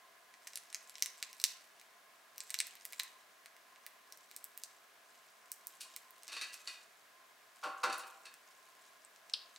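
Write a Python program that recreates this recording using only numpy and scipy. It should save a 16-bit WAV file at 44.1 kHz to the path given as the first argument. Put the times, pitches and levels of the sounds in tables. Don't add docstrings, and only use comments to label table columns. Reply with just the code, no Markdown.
import sys
import numpy as np
from scipy import signal
from scipy.fft import rfft, irfft
from scipy.io import wavfile
from scipy.ndimage import uniform_filter1d

SR = 44100
rng = np.random.default_rng(int(sys.argv[2]) if len(sys.argv) > 2 else 0)


def to_wav(sig):
    pcm = np.clip(np.atleast_2d(sig), -1, 1) * 32767
    pcm = np.round(pcm).astype(np.int16)
    wavfile.write(sys.argv[1], SR, pcm.T)


N = 422478

# f/Hz, level/dB
CRUST_COLOUR = [(100, -46), (700, -34), (1200, -10), (2000, -2.5), (4000, -1.5), (6500, -0.5), (9000, -3.5),
                (12000, -9), (16000, -19)]


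def amp(db):
    return 10 ** (np.asarray(db) / 20)


def unit_rms(x):
    return x / np.sqrt(np.mean(x ** 2) + 1e-30)


def curve(points, hz):
    f, value = np.transpose(points)
    return np.interp(np.log(hz + 1), np.log(f + 1), value)


def peaks(rows, hz):
    return sum(db / (1 + (2 * (hz - f) / width) ** 2) for f, width, db in rows)


def add(mix, start_s, sound):
    part = mix[round(start_s * SR):][:len(sound)]
    part += sound[:len(part)]


def bins(size):
    return np.fft.rfftfreq(size, 1 / SR)


def click(db):
    log_gain = np.log(amp(np.r_[db, db[-2:0:-1]]))
    return np.fft.ifft(np.exp(np.conj(signal.hilbert(log_gain)))).real


def fade_bands(x, t60s, size=256):
    hz, t, bands = signal.stft(x, SR, nperseg=size)
    fade = np.exp(-np.log(1000) * t / curve(t60s, hz)[:, None])
    return signal.istft(bands * fade, SR, nperseg=size)[1][..., :x.shape[-1]]


def swell(t, rise, t60):
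    return np.minimum(t / rise, 1) * np.exp(-np.log(1000) * np.maximum(t - rise, 0) / t60)


def low_pass(x, hz, size=401):
    kernel = signal.firwin(size, hz, window=("kaiser", 8), fs=SR)
    return signal.oaconvolve(x, kernel[None], "same")


def ringing_wires(notes, t, rise, detune, count):
    out = np.zeros(len(t))
    for hz, db, t60 in notes:
        for _ in range(count):
            pitch = hz * (1 + detune * rng.standard_normal())
            out += amp(db) * swell(t, rise, t60) * np.sin(2 * np.pi * (pitch * t + rng.random()))
    return out


def air(level_db=-63.76, top_hz=15850):
    # f/Hz, level/dB
    colour = [(25, -58), (113, -24), (152, -24.5), (216, -17), (382, -16), (654, -13), (880, -11),
              (1100, -6.5), (1640, -9), (1930, -9), (3200, -13.5), (5800, -17), (10000, -20.5),
              (15800, -23)]
    # f/Hz, width/Hz, height/dB
    resonances = [(415, 52, 5), (675, 159, 9.5), (1450, 78, 2), (1655, 94, 7), (2150, 150, 1.5)]
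    # f/Hz, likeness (0 to 1)
    likeness = [(60, 0.68), (180, 0.37), (550, 0.5), (1650, 0.2), (4970, 0.34), (15000, 0.67)]
    hz = bins(N)
    left, other = rfft(rng.standard_normal((2, N)))
    same = np.sqrt(np.clip(curve(likeness, hz), 0, 1))
    right = same * left + np.sqrt(1 - same ** 2) * other
    pair = np.array([left, right]) * amp(curve(colour, hz) + peaks(resonances, hz))
    return amp(level_db) * unit_rms(low_pass(irfft(pair, N), top_hz))


def drone(centre_hz=1045, width_hz=75, level_db=-72.5, swing_db=2.5, waver_hz=4.4):
    hz = bins(N)
    band = rfft(rng.standard_normal((3, N))) / (1 + (2 * (hz - centre_hz) / width_hz) ** 2)
    shared, *each_ear = irfft(band, N)
    waver = unit_rms(irfft(rfft(rng.standard_normal(N)) * np.exp(-(hz / waver_hz) ** 2), N))
    return amp(level_db) * unit_rms(amp(swing_db * waver) * (shared + .5 * np.array(each_ear)))


def room(direct, spread, width, echo_db, tail_db, bounces_per_s=4000):
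    # delay/s, level/dB
    echoes = [(.0013, -19.5), (.0035, -17), (.0058, -23), (.0064, -26.5), (.0075, -18), (.009, -25),
              (0.0102, -22), (0.0119, -22), (.022, -26)]
    # f/Hz, t60/s
    fade_times = [(300, 0.98), (1500, 0.66), (4000, 0.41), (8000, 0.31), (15000, 0.34)]
    # f/Hz, level/dB
    colour = [(200, -20.5), (1500, -5), (4000, -6.5), (7000, -4.5), (11000, -7), (15000, -10.5)]
    size = SR // 2
    t = np.arange(size) / SR
    bounces = rng.standard_normal((2, size)) * (rng.random((2, size)) < bounces_per_s / SR)
    tails = fade_bands(bounces * np.minimum(t / 0.0033, 1), fade_times)
    tails /= np.linalg.norm(tails, axis=1, keepdims=True)
    mid, side = irfft(rfft(tails) * amp(curve(colour, bins(size)) + tail_db), size)
    softened = np.array([.2, .7, .2])
    for delay, db in echoes:
        add(mid, delay, amp(db + echo_db) * rng.choice([-1, 1]) * softened)
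    response = np.array([mid + width * side, mid - width * side])
    return direct + signal.fftconvolve(spread[None], response, axes=1)[:, :N]


def nibbling(chew_db=-56.5, rise_s=0.097, t60_s=1.6):
    # t/s, length/s, level/dB
    spells = [(0.494, 1.0, -35), (2.48, 0.51, -35.5), (4.15, 0.58, -42), (5.1, 0.053, -39.5),
              (5.702, 0.21, -38), (6.205, 0.45, -34.5), (7.6, 0.44, -34), (8.492, 0.37, -41),
              (9.494, .08, -43)]
    t = np.arange(N) / SR
    gain = np.full(N, amp(chew_db))
    for start, length, db in spells:
        build = np.clip(1 + (t - start) / rise_s, 0, 1)
        fade_db = 60 * np.maximum(t - start - length, 0) / t60_s
        gain = np.maximum(gain, build * amp(db - fade_db))
    return gain


def crumbs(per_s=110, rub_s=.0012, gain_db=-7.5, vary_db=3.0, ring_db=8, pitches=10):
    hz, t, out = bins(512), np.arange(SR // 100) / SR, np.zeros(N)
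    ticks = (rng.random(N) < per_s / SR) * nibbling()
    ticks *= amp(gain_db + vary_db * np.minimum(rng.exponential(1, N), 2.5))
    which_pitch = rng.integers(0, pitches, N)
    for k, ring_hz in enumerate(np.geomspace(2500, 13000, pitches)):
        rub = rng.standard_normal(len(t)) * np.exp(-t / rub_s)
        colour = curve(CRUST_COLOUR, hz) + peaks([(ring_hz, ring_hz / 2, ring_db)], hz)
        grain = np.convolve(rub / np.linalg.norm(rub), click(colour))
        out += signal.oaconvolve(ticks * (which_pitch == k), grain)[:N]
    return out


def chip(start_s=9.3354, length_s=0.0085, high_hz=5760, low_hz=2510, fall_s=.0041, level_db=-22):
    t, out = np.arange(0, length_s, 1 / SR), np.zeros(N)
    pitch = low_hz + (high_hz - low_hz) * np.exp(-(t / fall_s) ** 2)
    phase = 2 * np.pi * np.cumsum(pitch) / SR
    overtone = amp(-18.5) * np.sin(2 * phase)
    undertone = amp(-23) * np.linspace(0, 2, len(t)) * np.sin(phase / 3)
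    shape = swell(t, rise=.003, t60=0.015) * signal.windows.tukey(len(t), .2)
    add(out, start_s, amp(level_db) * shape * (np.sin(phase) + overtone + undertone))
    return out


def scuffs(slips_per_s=1500, gain_db=2.0, clump_db=0.5, wires_db=-7.0):
    # t/s, level/dB, t60/s, treble tilt/(dB per octave)
    strokes = [(5.803, -46.5, 0.15, 4), (6.276, -55, 0.34, -3), (6.315, -46, 0.25, -1),
               (6.364, -43, 0.09, -3), (6.409, -41, 0.15, -0.5), (6.453, -59, 0.24, -2.5),
               (6.527, -50, 0.068, 4), (6.538, -50.5, 0.05, 2.5), (6.668, -47.5, 0.26, 0),
               (7.632, -52.5, 0.23, -1), (7.832, -38, 0.11, -0.5), (7.896, -45.5, 0.1, -2.5),
               (7.925, -42.5, 0.089, 1), (7.977, -48, 0.055, 18), (7.991, -51, 0.094, 2),
               (8.034, -51, 0.074, -9), (8.068, -59, 0.081, 15), (8.251, -52.5, .1, 0),
               (8.265, -53.5, 0.056, -4)]
    # f/Hz, level/dB
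    colour = [(88, -53), (170, -41), (330, -18), (600, -19), (900, -16.5), (1080, -7.5), (2180, -11),
              (2550, -3.5), (3160, -9), (4320, -6.5), (6770, -10.5), (8900, -9), (16000, -32)]
    # f/Hz, width/Hz, height/dB
    fittings = [(1720, 120, 7), (2570, 200, 8), (2880, 120, 1.5), (4350, 620, 8), (5800, 400, 4),
                (9200, 500, -2)]
    # f/Hz, level/dB, t60/s
    wire_notes = [(1953, -1, 0.13), (2490, -3, 0.23), (2646, -2, 0.2), (2770, -2, 0.25), (3710, 1, 0.16),
                  (4400, -2, 0.16), (6140, -15, 0.14), (8350, -10, 0.18)]
    hz, t, out = bins(2048), np.arange(SR // 3) / SR, np.zeros(N)
    octaves = np.log2(np.maximum(hz, 800) / 4000)
    for start, db, t60, tilt_db in strokes:
        slips = (rng.random(len(t)) < slips_per_s / SR) * rng.choice([-1, 1], len(t))
        clumps = unit_rms(uniform_filter1d(rng.standard_normal(len(t)), size=250))
        shape = swell(t, 0.034 * t60, t60)
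        slips = unit_rms(slips * amp(clump_db * clumps) * shape) * np.sqrt(np.mean(shape ** 2))
        grip = amp(-2 * max(tilt_db, 0))
        body = click(curve(colour, hz) + grip * peaks(fittings, hz) + tilt_db * octaves)
        one_slip = ringing_wires(wire_notes, t, rise=0.0012, detune=0.0078, count=2)
        one_slip *= grip * amp(wires_db) / np.linalg.norm(one_slip)
        add(one_slip, 0, body / np.linalg.norm(body))
        add(out, start, amp(db + gain_db) * signal.fftconvolve(slips, one_slip))
    return out


def hop(ring_db=-12.0, bass_hz=750, frame_lag_s=0.023, frame_db=5.0):
    # t/s, level/dB, rise/s
    jolts = [(7.627, -35, 0.015), (7.831, -29, 0.0092)]
    # f/Hz, level/dB
    colour = [(60, -70), (130, -45), (200, -26), (260, -15), (350, -12.5), (500, -12.5), (780, -1.5),
              (900, 2.5), (1050, 1.5), (1450, 3.5), (1640, -9.5), (2140, -13), (4300, -13.5), (12000, -33)]
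    # f/Hz, t60/s
    fade_times = [(200, 0.25), (600, 0.19), (1200, 0.21), (2000, 0.27), (6000, 0.12)]
    # f/Hz, level/dB, t60/s
    bar_notes = [(250, -30.5, 0.97), (367, -24, 0.33), (500.5, -8, 0.22), (599, -13.5, 0.44), (653, -21, 1),
                 (783, -7.5, 0.4), (1037, 0.5, 0.17), (1085, -7.5, 0.38), (1120, -9.5, 0.45),
                 (1298, -24, 0.47), (1260, -24, 0.71), (1372, -14, 0.35), (1416, -18.5, 1)]
    hz, t, out = bins(SR), np.arange(SR) / SR, np.zeros(N)
    bass = 1 / (1 + (hz / bass_hz) ** 8)
    for start, db, rise in jolts:
        noise = irfft(rfft(rng.standard_normal(SR)) * amp(curve(colour, hz)))
        chatter = rfft(unit_rms(noise))
        bars = fade_bands(irfft(chatter * (1 - bass)), fade_times)
        frame = fade_bands(irfft(chatter * bass), fade_times)
        ring = ringing_wires(bar_notes, t, rise, detune=0.0055, count=3)
        ring /= np.std(ring[:SR // 20])
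        add(out, start, amp(db) * np.minimum(t / rise, 1) * (bars + amp(ring_db) * ring))
        add(out, start + frame_lag_s, amp(db + frame_db) * np.minimum(t / frame_lag_s, 1) * frame)
    return out


def fractures(earliest_s=.06, latest_s=0.0072):
    # t/s, level/dB, bass/dB, treble/dB, ring f/Hz, ring height/dB
    main_snaps = [(0.3403, -31.5, 11, -7, 1930, 7), (0.4718, -20, 9, 0, 1800, 5),
                  (0.4751, -20, -1, 8, 6450, 8.5), (0.5343, -23, 2, -3, 8100, 2),
                  (0.5572, -9.5, -14, -5, 11500, 14.5), (0.5736, -17, 2, 1, 10500, 16),
                  (0.7282, -23.5, 9, -5, 9500, 12), (0.7462, -11, 3, 0, 6560, 10),
                  (0.8965, -24.5, -3, 1, 11200, 14), (0.955, -18, 0, -28, 6100, 6),
                  (0.9828, -24, 0, 2, 3290, 10), (1.0239, -5.5, 4.5, 11.5, 5880, 14),
                  (1.06, -11, 0.5, -4, 11000, 15), (1.2273, -6, 2, -11.5, 12650, 12),
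                  (1.33, -27.5, 3, 11, 5700, 13.5), (1.4004, -20, -3, 7, 4300, 10),
                  (1.4164, -17.5, -13, 8, 5660, 0), (1.4403, 7.5, -9.5, 0, 7150, 1),
                  (1.798, -31, 3, -1, 10500, 7), (1.814, -34.5, 14, 13, 2070, 2),
                  (2.381, -26.5, 9, 24.5, 6000, 16.5), (2.4049, -11.5, -4, -8, 8200, 7.5),
                  (2.437, -33, 0, 12, 14910, 9), (2.4956, -24, -1, -7, 1970, 7),
                  (2.5045, -18, 5, 12, 8230, 11), (2.509, -24, 4, 3, 7930, 6),
                  (2.543, -5.5, 2.5, -6, 12010, 13.5), (2.5889, -9.5, -14, 0, 4330, 14),
                  (2.6031, -5, 6.5, 0.5, 8460, 13.5), (2.6698, -22, -2, 16, 2020, 11),
                  (2.7541, -29.5, 8, 6, 14300, 14), (2.8529, -18, -3, 19, 1990, 14),
                  (2.9247, -27, 8, 23, 1850, 8), (2.9325, -18, 0, 0, 2290, 9),
                  (2.9952, -20, -7, 9, 4360, 8), (2.998, -8.5, 10.5, 5, 4040, 8),
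                  (3.034, -25, 11, 19, 9090, 7), (3.4598, -26, 13, 5, 2200, -1),
                  (3.566, -37, 13, 13, 2410, 3), (3.76, -34, 8, -15, 2260, 11),
                  (3.865, -24.5, 12, 22, 1930, 5), (4.1239, -22.5, -9, 8, 5400, 8),
                  (4.1744, -35, 5, 20, 5420, 10), (4.3136, -26.5, 8, 1, 14390, 15),
                  (4.3643, -20.5, -6, 16, 8420, 7.5), (4.4426, -25, -10, 24, 8000, 10),
                  (4.5766, -25, 1, 21, 14340, 7), (4.6364, -11.5, -17, 3.5, 5030, 2),
                  (5.5179, -17, -9, 20.5, 7740, 5.5), (5.6704, -20, -30, 22.5, 7340, 3.5),
                  (5.9634, -17.5, -2, 17, 2030, 8), (6.1077, -38, -1, 24, 14180, 5),
                  (6.2334, -32, 0, 13, 8500, 11), (6.28, -15.5, -19, -4, 9860, -1),
                  (6.5424, -19.5, -8, 5, 9050, 2), (6.6749, -19.5, 1, -9, 4350, 15),
                  (8.3408, -31, -4, 12, 8290, 6), (9.049, -39, -7, 8, 8350, 22.5),
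                  (9.1613, -30.5, -4, -9, 6910, 5), (9.298, -24, 2, -8, 7980, 5),
                  (9.5619, -22.5, -2, -22, 3970, 6.5)]
    rows = list(main_snaps)
    for start, db, *_ in main_snaps:
        lead_db = -30 + 0.57 * db
        for when, pitch in rng.random((2, 2)):
            lead_s = latest_s + when * (earliest_s - latest_s)
            rows.append((start - lead_s, lead_db, 1.0, 3.0, 2000 + 9000 * pitch, 6.0))
    return rows


def snaps(splinter=0.73, splinter_s=0.00088, bass_hz=3000, treble_hz=10000, gain_db=1.0):
    # f/Hz, width/Hz, height/dB
    toast_peaks = [(1330, 650, -8), (1990, 180, 2), (3170, 430, -4.5), (4100, 290, 2), (6760, 250, -7),
                   (10500, 1230, -5), (13200, 1400, 1.5)]
    hz, t = bins(1024), np.arange(SR // 200) / SR
    aimed, spread = np.zeros(N), np.zeros(N)
    toast = curve(CRUST_COLOUR, hz) + peaks(toast_peaks, hz)
    for start, db, bass_db, treble_db, ring_hz, ring_db in fractures():
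        crack = rng.standard_normal(len(t)) * np.exp(-t / splinter_s)
        crack *= splinter / np.linalg.norm(crack)
        crack[0] = 1
        crack /= np.linalg.norm(crack)
        ripple_db = 10 * np.log10(uniform_filter1d(abs(rfft(crack, 1024)) ** 2, size=15) + 1e-6)
        bass = bass_db / (1 + (hz / bass_hz) ** 4)
        treble = treble_db * (1 - 1 / (1 + (hz / treble_hz) ** 6))
        colour = db + gain_db + toast + bass + treble - 0.52 * ripple_db
        ring = peaks([(ring_hz, 0.21 * ring_hz, ring_db)], hz)
        add(aimed, start, np.convolve(crack, click(colour + ring)))
        add(spread, start, np.convolve(crack, click(colour + 0.8 * ring)))
    return aimed, spread


def scene():
    aimed, spread = snaps()
    rubs = crumbs()
    moving = scuffs() + hop()
    call = chip()
    eating = room(aimed + rubs, spread + rubs, width=0.5, echo_db=5.0, tail_db=-3.0) * amp([[-.4], [.4]])
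    clambering = room(moving, moving, width=0.31, echo_db=-1.5, tail_db=1.5)
    calling = room(call, call, width=.4, echo_db=2.0, tail_db=-4.0) * amp([[.35], [-.35]])
    return eating + clambering + calling + air() + drone()


def record(dry):
    return low_pass(dry, hz=16700)


dry = scene()
out = record(dry)
to_wav(out)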